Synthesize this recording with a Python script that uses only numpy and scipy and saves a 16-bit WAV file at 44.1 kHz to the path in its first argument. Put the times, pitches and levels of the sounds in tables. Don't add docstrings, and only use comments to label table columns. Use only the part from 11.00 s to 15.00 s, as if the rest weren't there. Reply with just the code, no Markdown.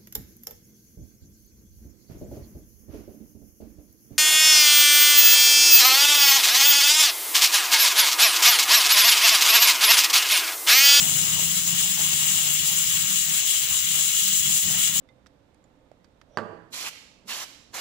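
import sys
import numpy as np
from scipy import signal
from scipy.fft import rfft, irfft
from scipy.io import wavfile
from scipy.ndimage import uniform_filter1d

SR = 44100
rng = np.random.default_rng(int(sys.argv[2]) if len(sys.argv) > 2 else 0)


def unload_wav(signal):
    wavfile.write(
        sys.argv[1],
        SR,
        np.round(np.clip(np.atleast_2d(signal).T, -1, 1) * 32767).astype(np.int16),
    )


N = 176400
TIME = np.arange(N) / SR
FREQS = np.fft.rfftfreq(N, 1 / SR)


def amp(db):
    return 10 ** (np.asarray(db) / 20)


def at_pitch(points, hz, column=1):
    table = np.transpose(points)
    return np.interp(np.log(hz + 1), np.log(table[0] + 1), table[column])


def at_time(points, t):
    return np.interp(t, *np.transpose(points))


def bump(x, centre, width):
    return .5 ** ((2 * (x - centre) / width) ** 2)


def unit_level(x):
    return x / np.sqrt(np.mean(x ** 2) + 1e-20)


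def wander(rate_hz, slowest_hz=8):
    spectrum = rfft(rng.standard_normal(N)) * (FREQS > slowest_hz)
    return unit_level(irfft(spectrum / (1 + (FREQS / rate_hz) ** 2), N))


def patches(shape, bands, frames):
    across_pitch = uniform_filter1d(rng.standard_normal(shape), size=bands, axis=0)
    return unit_level(uniform_filter1d(across_pitch, size=frames, axis=1))


def tone(hz, waver_hz):
    pitch = hz + waver_hz * wander(waver_hz, slowest_hz=0.99)
    return unit_level(np.sin(2 * np.pi * np.cumsum(pitch) / SR))


def late(x, delay_s=.001):
    return np.roll(x, round(delay_s * SR))


# t/s, level/dB before FLOW_EFFECT, length/s
WEIGHT_SETTLES = [(0.265, -2, 0.043), (0.367, -2.2, 0.044), (0.492, -1.5, 0.034), (0.642, -2.5, 0.044),
                  (0.742, -3.5, 0.026), (0.882, -2, 0.026), (0.973, -3, 0.04), (1.116, -1, 0.029),
                  (1.495, -0.7, 0.073), (1.63, -2.5, 0.032), (1.742, -1.5, 0.037), (1.85, -2, 0.034),
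                  (2.047, -3.5, 0.042), (2.276, -2.5, 0.05), (2.442, -3.5, 0.046), (2.604, -1.5, 0.03),
                  (2.678, -2.5, 0.04), (2.83, -2, 0.062), (3.122, -1.5, 0.032), (3.296, -2, 0.038),
                  (3.42, -1, 0.037), (3.662, -2.5, 0.038), (3.762, -2.5, 0.029), (3.921, -3.5, 0.046)]
# t/s, level/dB before FLOW_EFFECT, length/s
WEIGHT_LIFTS = [(.815, 1, .06), (1.03, 1, .06), (1.22, 0.5, 0.027), (1.367, 1, 0.11), (1.674, 2.5, .04),
                (2.186, 0.5, 0.042), (2.367, 0.8, 0.046), (2.496, 1.5, 0.08), (3.033, 0.5, .11),
                (3.198, 2.7, 0.024), (3.283, 2.5, 0.029), (3.37, 1.7, 0.078), (3.543, 2, 0.072),
                (3.824, 1.5, 0.093), (3.978, 1.8, 0.071)]
# f/Hz, choke multiplier, surge multiplier
FLOW_EFFECT = [(805, 0.071, 0.058), (3000, 0.78, 0.59), (7000, .9, 0.78), (10200, 2.3, 1.5),
               (14900, 0.75, 0.79)]

def rocking_weight(t, hz):
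    choke_db = sum(db * bump(t, when, length) for when, db, length in WEIGHT_SETTLES)
    surge_db = sum(db * bump(t, when, length) for when, db, length in WEIGHT_LIFTS)
    return (np.outer(at_pitch(FLOW_EFFECT, hz), choke_db)
            + np.outer(at_pitch(FLOW_EFFECT, hz, column=2), surge_db))


# t/s, level/dB
LOW_HISS_LEVEL = [(0, 10), (.3, 7.5), (.65, 0.5), (1.35, 2.5), (1.7, -0.5), (2.05, 1.5), (2.9, -3.5),
                  (3.15, -4), (3.4, -3.5), (3.75, 2.5), (4, 3)]
# t/s, level/dB
WATER_SPUTTERS = [(.95, -6), (.995, 8), (1.18, -4), (1.58, -10), (2.2, -10), (2.34, 6), (2.51, -10),
                  (2.705, 9), (2.81, -3), (3.0, 6.5), (3.19, -3), (3.43, -7), (3.62, -13), (3.85, -14)]

def gurgling_water(t, hz, below_hz=1040, sputter_s=.045, gurgle_db=1, patchy_db=3.5):
    sputters = sum(db * bump(t, when, sputter_s) for when, db in WATER_SPUTTERS)
    gurgle = gurgle_db * np.interp(t, TIME, wander(rate_hz=28))
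    spots = patchy_db * patches((len(hz), len(t)), bands=3, frames=48)
    low_part = 1 / (1 + (hz / below_hz) ** 4)
    return low_part[:, None] * (at_time(LOW_HISS_LEVEL, t) + sputters + gurgle + spots)


def spitting_droplets(per_s=23, level_db=-1, spread_db=1.5, fade_s=0.0004):
    sizes = amp(spread_db * np.minimum(rng.exponential(1, N), 4))
    hits = rng.random(N) < per_s / SR
    return amp(level_db) * signal.lfilter([1], [1, -np.exp(-1 / (fade_s * SR))], sizes * hits)


# t/s, level/dB
WHISTLE_LEVEL = [(0, -1), (.45, 1), (.6, -4), (.75, 0), (3.45, -0.55), (3.6, -3), (3.8, 2), (4, -2)]

def steam_jet(flutter_db=0.55, patchy_db=1.0, whistle_hz=2790):
    noise = rng.standard_normal((3, N)) * np.hypot(1, spitting_droplets())
    noise *= amp(flutter_db * wander(rate_hz=60))
    hz, t, grid = signal.stft(noise, SR, nperseg=256, noverlap=192)
    level_db = rocking_weight(t, hz) + patchy_db * patches(grid[0].shape, bands=12, frames=24)
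    level_db += gurgling_water(t, hz)
    level_db += np.outer(bump(hz, whistle_hz, width=1600), at_time(WHISTLE_LEVEL, t))
    return signal.istft(grid * amp(level_db), SR, nperseg=256, noverlap=192)[1][:, :N]


# f/Hz, length/s
ECHO_FADE = [(300, 0.073), (3000, 0.58), (8000, 0.15), (15000, 0.2)]

def kitchen_echo(near_share=0.61, near_fade_s=0.1):
    hz, t, grid = signal.stft(rng.standard_normal(SR // 2), SR, nperseg=256)
    room_fade_s = at_pitch(ECHO_FADE, hz)[:, None]
    near_power = near_share * amp(-120 * t / near_fade_s) / near_fade_s
    room_power = (1 - near_share) * amp(-120 * t / room_fade_s) / room_fade_s
    echo = signal.istft(grid * np.sqrt(near_power + room_power), SR, nperseg=256)[1]
    spectrum = rfft(late(np.pad(echo, (0, N))[:N]))
    return spectrum / np.sqrt(uniform_filter1d(abs(spectrum) ** 2, size=1600))


# f/Hz, left level/dB, right level/dB
HISS_COLOUR = [(25, -70, -72), (128, -31.5, -31), (304, -37, -38), (490, -36, -38.5), (890, -35, -37.5),
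               (1320, -28.5, -34.5), (1650, -28, -34), (2300, -21.5, -28), (2460, -22, -29),
               (2860, -18.5, -21.5), (3620, -17, -21.5), (4400, -24, -24.5), (5560, -21.5, -24),
               (6760, -14, -25), (7750, -15, -27), (9470, -28, -24.5), (10770, -24.5, -19),
               (11800, -26.5, -24), (14200, -30, -25.5), (14620, -18.5, -24), (15900, -15, -16.5)]
# f/Hz, width/Hz, left level/dB, right level/dB
VENT_RESONANCES = [(2680, 68, 4.5, 4.5), (2899, 157, 8, -5.5), (3334, 58, 10.5, -1.5), (3870, 92, 4, -1.5),
                   (6580, 410, 4, 4), (7345, 470, 8, 5), (7740, 160, 6, 0), (8680, 270, 7.5, 6),
                   (10030, 410, -4.5, 2)]
# f/Hz, share of the power
CORE_SHARE = [(400, 1), (1200, 0.22), (3000, 0.41), (5000, 0.27), (7300, 0.9), (10500, 0.17), (13000, .25),
              (15500, .25)]
# t/s, right level/dB
SWING_RIGHT = [(0, 1), (2.7, 1.5), (3.05, 3), (3.55, 4.5), (4, 2)]

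def vent_hiss(echo_db=-8, swing_hz=7300):
    core, *edges = steam_jet()
    share = at_pitch(CORE_SHARE, FREQS)
    channels = []
    for side, edge in enumerate(edges):
        steam = np.sqrt(share) * rfft(core) + np.sqrt(1 - share) * rfft(edge)
        colour_db = at_pitch(HISS_COLOUR, FREQS, column=side + 1)
        colour_db += sum(db[side] * bump(FREQS, hz, width) for hz, width, *db in VENT_RESONANCES)
        room = 1 + amp(echo_db) * kitchen_echo()
        room /= np.sqrt(uniform_filter1d(abs(room) ** 2, size=1000))
        channels.append(irfft(steam * amp(colour_db) * room, N))
    left, right = channels
    beam = irfft(rfft(right) * bump(FREQS, swing_hz, width=1700), N)
    return np.array([late(left), right + (amp(at_time(SWING_RIGHT, TIME)) - 1) * beam])


# f/Hz, level/dB
BOIL_COLOUR = [(20, -59), (70, -52), (125, -32), (200, -31), (260, -39), (400, -41), (700, -74)]
# f/Hz, width/Hz, level/dB
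POT_RESONANCES = [(159.3, 50, 6.9), (191.6, 9.6, 11.4), (287, 29, 8.3), (387, 25, 3.3)]
# t/s, f/Hz
POT_HUM = [(0, 160), (.75, 168), (1.2, 160), (1.5, 146), (1.85, 164), (2.1, 152), (4, 152)]
# t/s, level/dB
BOIL_LEVEL = [(0, 7.5), (.5, 6), (.6, 0), (.73, 9), (.88, 2.5), (1.05, 6), (1.7, 0), (2.15, 1.5),
              (2.23, -7), (2.3, 3.5), (2.47, -13.5), (2.7, -6), (2.97, -1), (3.12, -6), (3.38, -5),
              (3.5, 8), (3.6, -10), (3.68, 6), (3.82, -2.5), (4, 5)]

def pot_drone(noise_spectra, hum_db=-46.5, throb_db=1.1):
    colour_db = at_pitch(BOIL_COLOUR, FREQS)
    colour_db += sum(db * bump(FREQS, hz, width) for hz, width, db in POT_RESONANCES)
    boil = irfft(noise_spectra * amp(colour_db), N)
    hum = amp(hum_db) * np.array([tone(at_time(POT_HUM, TIME), waver_hz=5.5) for _ in noise_spectra])
    level_db = at_time(BOIL_LEVEL, TIME) + throb_db * wander(rate_hz=4.7, slowest_hz=4)
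    return (boil + hum) * amp(level_db)


# f/Hz, level/dB
RUMBLE_COLOUR = [(20, -50), (58, -46), (74, -30), (87, -22.5), (102, -27), (120, -45), (200, -80)]
# t/s, level/dB
RUMBLE_LEVEL = [(0, 1), (.75, 0.5), (.85, -11), (1.05, 0.5), (2.1, -5.5), (2.4, -20), (2.65, -2.5), (4, -6)]

def deep_rumble(noise_spectra, sway_db=5):
    rumble = irfft(noise_spectra * amp(at_pitch(RUMBLE_COLOUR, FREQS)), N)
    return rumble * amp(at_time(RUMBLE_LEVEL, TIME) + sway_db * wander(rate_hz=4.7))


def boiling_pot(likeness=.89, right_db=-2.5):
    noise_spectra = rfft(rng.standard_normal((2, N)))
    shared, right_only = pot_drone(noise_spectra) + deep_rumble(noise_spectra)
    right = likeness * shared + np.sqrt(1 - likeness ** 2) * right_only
    return np.array([late(shared), amp(right_db) * right])


# t/s, f/Hz, level/dB, length/s
BRIEF_RINGS = [(2.525, 3350, -29, 0.031), (2.572, 3140, -31.5, 0.04), (3.166, 2890, -34.5, 0.096),
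               (3.303, 191.7, -42.5, 0.14), (3.458, 3340, -27, .04)]

def brief_ringing(waver_share=0.0092, right_db=-5.5):
    ring = sum(amp(db) * bump(TIME, when, length) * tone(hz, waver_share * hz)
               for when, hz, db, length in BRIEF_RINGS)
    return np.array([late(ring), amp(right_db) * ring])


def scene():
    return vent_hiss() + brief_ringing() + boiling_pot()


def record(dry):
    low_pass = signal.firwin(1023, cutoff=15720, window=("kaiser", 9), fs=SR)
    return signal.oaconvolve(dry, low_pass[None], "same")


dry = scene()
out = record(dry)
unload_wav(out)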